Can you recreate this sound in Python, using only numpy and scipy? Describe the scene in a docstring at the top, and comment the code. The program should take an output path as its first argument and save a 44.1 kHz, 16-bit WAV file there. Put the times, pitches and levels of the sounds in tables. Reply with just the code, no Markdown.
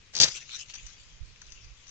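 """A few ticks, then a quick run of loud cracks: a steel bud chipper bites into a standing sugarcane stalk.
Close by, the hard rind snaps and the soft pith is crushed; the cracks ring the tool and knock the stalk.
The shaken leaves rustle, tick and settle while the tool clinks lightly. Behind it all are a few puffs
of wind on the right microphone, the steady hiss of the field and a low rumble."""
import sys
import numpy as np
from scipy import signal
from scipy.fft import rfft, irfft
from scipy.io import wavfile
from scipy.ndimage import uniform_filter1d, map_coordinates

SR = 44100
rng = np.random.default_rng(int(sys.argv[2]) if len(sys.argv) > 2 else 0)


def unload_audio(sound):
    """Save the sound as a 16-bit wav file, at the path given as the first command line argument."""
    columns = np.transpose(np.atleast_2d(sound))
    # keep every value between -1 and 1, then stretch to whole-number steps
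    steps = np.round(np.clip(columns, -1, 1) * 32767)
    wavfile.write(sys.argv[1], SR, steps.astype(np.int16))


N = 83790
T = np.arange(N) / SR
HZ = np.fft.rfftfreq(2 * N, 1 / SR)
FIBRES_PER_S = 9000


# Cracks in the rind. Each row: start in seconds, level in dB, seconds the tear keeps running.
CRACKS = [(0.1511, -27, 0.0011), (0.1639, -25.5, 0.0024), (0.175, -30, 0.0033), (0.187, -28, 0.0034),
          (0.1999, -11.5, 0.0043), (0.212, -14, 0.003), (0.2138, -19.5, 0.0058), (.2170, -18.5, 0.0055),
          (0.2212, -11, 0.00084), (0.2264, -18, 0.0039), (0.2328, -12, 0.0014), (0.2344, -10.5, 0.0016),
          (0.2407, -15.5, 0.003), (0.282, -25, 0.00058)]
# The tone of the snapping rind. Each row: frequency in Hz, level in dB.
RIND_TONE = [(60, -29), (130, -7), (290, -16), (500, -14.5), (900, -19), (1400, -20), (2000, -13.5),
             (3000, -5), (3700, 0.5), (4900, 6.5), (5500, 2), (6100, 3.5), (6900, -3.5), (7500, -6.5),
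             (8100, -21)]
# The notes of the steel tool. Each row: pitch in Hz, level in dB, seconds to fade by 60 dB.
STEEL_NOTES = [(3820, -6, 0.089), (4780, 2.5, 0.27), (4780, -6, 0.08), (5074, -21, .22), (5270, -9, .12),
               (5900, -16, .2), (6060, 3.5, 0.42), (6100, 9.5, 0.17), (6140, -21, .16), (6110, 9, 0.089),
               (6675, 10.5, 0.17)]
# The notes of the knocked stalk. Each row: pitch in Hz, level in dB, seconds to fade by 60 dB.
STALK_NOTES = [(127, -11.5, 0.1), (171.4, 0, 0.061), (435, -16, 0.097), (528, 0, 0.17), (672.5, -4, 0.065),
               (920, 2, 0.066)]
# How alike close sounds are left and right. Each row: frequency in Hz, likeness (1 is identical).
NEAR_LIKENESS = [(100, 0.81), (700, 0.69), (2200, 0.6), (4000, 0.82), (6500, 0.31)]

def cut():
    """Rind fibres snap in quick runs over the crushed pith, making the steel and the stalk ring."""
    crack_power = sum((amp(db) * burst(start, hold, fade_s=0.03)) ** 2 for start, db, hold in CRACKS)
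    snaps = spread(grains(FIBRES_PER_S) * np.sqrt(crack_power), NEAR_LIKENESS)
    rind = filtered(snaps, colour(RIND_TONE))
    steel = amp(-13.5) * ring(snaps, STEEL_NOTES)
    stalk = amp(-26) * ring(snaps.mean(axis=0), STALK_NOTES)
    return rind + crushed_pith() + steel + stalk


# How the crunch swells and fades. Each row: time in seconds, level in dB.
CRUSH_LEVELS = [(.12, -79), (.14, -45.5), (.17, -38), (.198, -44.5), (.205, -28.5), (.245, -27),
                (.268, -32), (.29, -39), (.32, -56.5), (.36, -65)]
# The tone of the crunch. Each row: frequency in Hz, level in dB.
PITH_TONE = [(50, -6.5), (140, 1), (290, -12.5), (500, -3.5), (1000, -4.5), (2200, 1), (4000, 1),
             (6200, 4.5), (8100, -13)]

def crushed_pith():
    """The blade crushes the soft inside of the stalk: a crunch of many tiny snaps."""
    crunch = grains(per_second=2500) * level(CRUSH_LEVELS)
    return filtered(spread(crunch, NEAR_LIKENESS), colour(PITH_TONE))


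# Light knocks of the tool. Each row: start in seconds, level in dB, seconds of contact.
CLINKS = [(0.74, -39, 0.0048), (0.7505, -41.5, 0.0023), (0.7557, -44.5, 0.0069), (.864, -49, 0.0073),
          (1.4157, -45.5, 0.0024), (1.4646, -55.5, 0.0019), (1.5025, -49, 0.0009), (1.521, -43.5, 0.0014),
          (1.6437, -53, 0.0046), (1.8685, -51, 0.0019), (1.88, -47.5, 0.00084), (1.891, -47.5, 0.0016)]
# The tone of each contact. Each row: frequency in Hz, level in dB.
CLINK_TONE = [(300, -38), (1200, -12), (4000, -7.5), (5200, -1.5), (6000, 3.5), (6900, -8), (8100, -14.5)]

def clinks():
    """The jaws and pivot knock lightly and ring the steel as the tool is eased away."""
    contact = sum(amp(db) * burst(start, hold, fade_s=0.022) for start, db, hold in CLINKS)
    scrape = spread(grains(FIBRES_PER_S) * contact, NEAR_LIKENESS)
    return filtered(scrape, colour(CLINK_TONE)) + amp(-2) * ring(scrape, STEEL_NOTES)


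# How the rustle follows the swaying stalk. Each row: time in seconds, level in dB.
SWAY_LEVELS = [(.12, -65), (.25, -40.5), (.318, -40.5), (.337, -41.5), (.364, -32.5), (.381, -34.5),
               (.395, -46.5), (.42, -47), (.452, -51), (.478, -52), (.495, -47), (.515, -42.5), (.552, -37),
               (.585, -41.5), (.62, -45), (.642, -53), (.672, -54.5), (.70, -46.5), (.728, -52.5),
               (.76, -47), (.82, -55), (.885, -50.5), (.97, -57), (1.06, -55), (1.2, -66.5), (1.48, -60),
               (1.54, -55.5), (1.67, -58), (1.75, -65.5), (1.9, -57)]
# The tone of the rustle. Each row: frequency in Hz, level in dB.
LEAF_TONE = [(200, -28.5), (700, -21), (1200, -15), (1900, -9.5), (2600, 0), (3400, -1.5), (5000, -3.5),
             (6300, -2.5), (7200, -4), (8100, -17.5)]
# How alike sounds from all round are left and right. Each row: frequency in Hz, likeness (0 to 1).
FAR_LIKENESS = [(60, 0.71), (400, .72), (1000, 0.23), (2000, 0.08), (6000, 0.087)]

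def rustling_leaves(flutter_hz=60, flutter_db=1.3):
    """Leaves slide over each other in thousands of tiny catches that swell as the stalk sways."""
    flutter = map_coordinates(rng.standard_normal(1024), [T * flutter_hz], mode="wrap")  # smooth wobble
    rub = patchy(grains(per_second=5000), depth_db=5) * amp(flutter_db * flutter)
    rustle = filtered(spread(rub, FAR_LIKENESS), colour(LEAF_TONE))
    return unit(rustle) * level(SWAY_LEVELS)


# Ticks of dry leaves and stems. Each row: start in seconds, level in dB, pitch in Hz.
DRY_TICKS = [(0.4923, -42, 2570), (0.6985, -39, 2900), (0.7364, -42, 2550), (1.359, -50, 2460),
             (1.4177, -47.5, 1490), (1.493, -51.5, 2830)]

def dry_ticks(sharpness=4):
    """Each dry leaf or stem ticks with a short burst of noise in a broad band around one pitch."""
    ticks = np.zeros((2, N))
    for start, db, hz in DRY_TICKS:
        damping = 1j * HZ * hz / sharpness
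        band = damping / (hz ** 2 - HZ ** 2 + damping)
        noise = unit(filtered(rng.standard_normal((2, N)), band))
        ticks += amp(db) * burst(start, 0, fade_s=0.037) * noise
    return spread(ticks, NEAR_LIKENESS)


# Puffs of wind. Each row: time of the peak in seconds, level in dB, half length in seconds.
PUFFS = [(0.846, -43, 0.02), (1.09, -55.5, 0.13), (1.223, -30, 0.011), (1.267, -46, 0.027),
         (1.52, -53, 0.098), (1.676, -44.5, 0.034)]
# The deep tone of the puffs. Each row: frequency in Hz, level in dB.
WIND_TONE = [(15, -5), (40, 3), (70, -5), (120, -13.5), (200, -43), (500, -63), (2000, -100)]

def wind(left_db=-24):
    """Wind buffets the right microphone in soft, low puffs and barely touches the left."""
    gusts = sum(amp(db) * np.exp(-.5 * ((T - peak) / half) ** 2) for peak, db, half in PUFFS)
    buffet = unit(filtered(rng.standard_normal((2, N)), amp(along(WIND_TONE))))
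    return gusts * buffet * amp([[left_db], [0]])


def cane_echo(sound, fade_s=0.29, rise_s=0.0062):
    """The surrounding cane scatters a sound back as a short, blurred echo."""
    tail = rng.standard_normal((2, N)) * amp(-60 * T / fade_s) * (1 - np.exp(-T / rise_s))
    return filtered(sound, rfft(tail / np.linalg.norm(tail[0]), 2 * N))


# The tone of the field's hiss. Each row: frequency in Hz, level in dB.
HISS_TONE = [(200, -1), (300, -6.5), (450, -3.5), (700, -9.5), (1100, -4), (1700, -2.5), (2500, 2.5),
             (3500, -1.5), (5000, -4), (6500, -2.5), (7400, -14), (8100, -26)]
# The tone of the low rumble. Each row: frequency in Hz, level in dB.
RUMBLE_TONE = [(20, 1), (45, 1), (80, -8.5), (115, -2.5), (170, -14), (260, -28), (600, -34), (2000, -82.5)]

def background():
    """Steady outdoor noise: a faint hiss over a low rumble."""
    def layer(tone, depth_db):
        noise = spread(patchy(rng.standard_normal((2, N)), depth_db), FAR_LIKENESS)
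        return unit(filtered(noise, amp(along(tone))))
    return amp(-60) * layer(HISS_TONE, depth_db=0.5) + amp(-59) * layer(RUMBLE_TONE, depth_db=2.0)


def amp(db):
    """Turn decibels into a number to multiply by."""
    return 10 ** (np.asarray(db) / 20)


def unit(x):
    """Scale a signal to an average (rms) level of 1."""
    return x / np.sqrt(np.mean(x ** 2) + 1e-20)


def along(points):
    """Join rows of frequency and value into a curve, on a log frequency scale."""
    hz, values = np.transpose(points)
    return np.interp(np.log(HZ + 1), np.log(hz + 1), values)


def level(points):
    """Join rows of seconds and dB into a gain for every sample."""
    return amp(np.interp(T, *np.transpose(points)))


def filtered(x, response):
    """Multiply each frequency in a signal by the filter's response."""
    return irfft(rfft(x, 2 * N) * response)[..., :N]


def colour(tone):
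    """Make a filter that gives noise this tone at about the same power."""
    gain = amp(along(tone))
    gain /= np.sqrt(np.mean(gain ** 2 * (HZ < TOP_HZ)))
    cepstrum = irfft(np.log(gain + 1e-6))
    # Folding onto the first half keeps the filter from sounding before it is struck.
    cepstrum[1:N] *= 2
    cepstrum[N + 1:] = 0
    return np.exp(rfft(cepstrum))


def spread(pair, likeness):
    """Blend two unrelated signals into a left and a right of the given likeness."""
    angle = np.arccos(np.clip(along(likeness), -1, 1)) / 2
    mid, side = filtered(pair, np.array([np.cos(angle), np.sin(angle)]))
    return np.array([mid + side, mid - side])


def grains(per_second):
    """Make two streams of tiny snaps that share the same random moments."""
    return unit(rng.standard_normal((2, N)) * (rng.random(N) < per_second / SR))


def patchy(x, depth_db):
    """Make random patches of time and frequency louder or softer."""
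    spectra = signal.stft(x, nperseg=512)[2]
    patches = uniform_filter1d(rng.standard_normal(spectra.shape[1:]), size=6, axis=0)
    patches = unit(uniform_filter1d(patches, size=8, axis=1))
    uneven = signal.istft(spectra * amp(depth_db * patches), nperseg=512)[1]
    return unit(uneven[:, :N])


def burst(start, hold, fade_s, rise_s=0.00045):
    """A level that jumps up, holds, then falls 60 dB every fade_s seconds."""
    rise = np.clip((T - start) / rise_s, 0, 1)
    return rise * amp(-60 * np.maximum(T - start - hold, 0) / fade_s)


def ring(x, notes):
    """Let a signal set off an object's fading notes, keeping its average level."""
    one_strike = sum(amp(db - 60 * T / fade_s) * np.sin(2 * np.pi * hz * T) for hz, db, fade_s in notes)
    return np.std(x) * unit(filtered(x, rfft(one_strike, 2 * N)))


def scene(left_delay_s=0.00011):
    """The tool and stalk sit a little to one side, with leaves and field all round."""
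    near = cut() + clinks() + dry_ticks()
    near = filtered(near, np.exp(-2j * np.pi * HZ * np.array([[left_delay_s], [0]])))
    outdoors = background()
    return near + amp(-21) * cane_echo(near) + rustling_leaves() + wind() + outdoors


# How much louder the left microphone is than the right. Each row: frequency in Hz, difference in dB.
LEFT_OVER_RIGHT = [(60, 1), (800, -2), (2200, 5), (3300, 5.5), (5200, 5), (5900, 8.5), (6700, 24),
                   (7400, -3.5), (8100, -13)]
PEAK_LIMIT, TOP_HZ = 0.96, 8280

def record(dry):
    """The two microphones differ in the treble; peaks are rounded off and the highest sounds are cut."""
    ratio = amp(along(LEFT_OVER_RIGHT))
    balance = np.array([ratio, np.ones_like(ratio)]) * np.sqrt(2 / (1 + ratio ** 2))
    heard = filtered(dry, balance * (HZ < TOP_HZ))
    rounded = heard / (1 + np.abs(heard / PEAK_LIMIT) ** 6) ** (1 / 6)
    return filtered(rounded, 1 / np.sqrt(1 + (HZ / TOP_HZ) ** 80))


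dry = scene()
out = record(dry)
unload_audio(out)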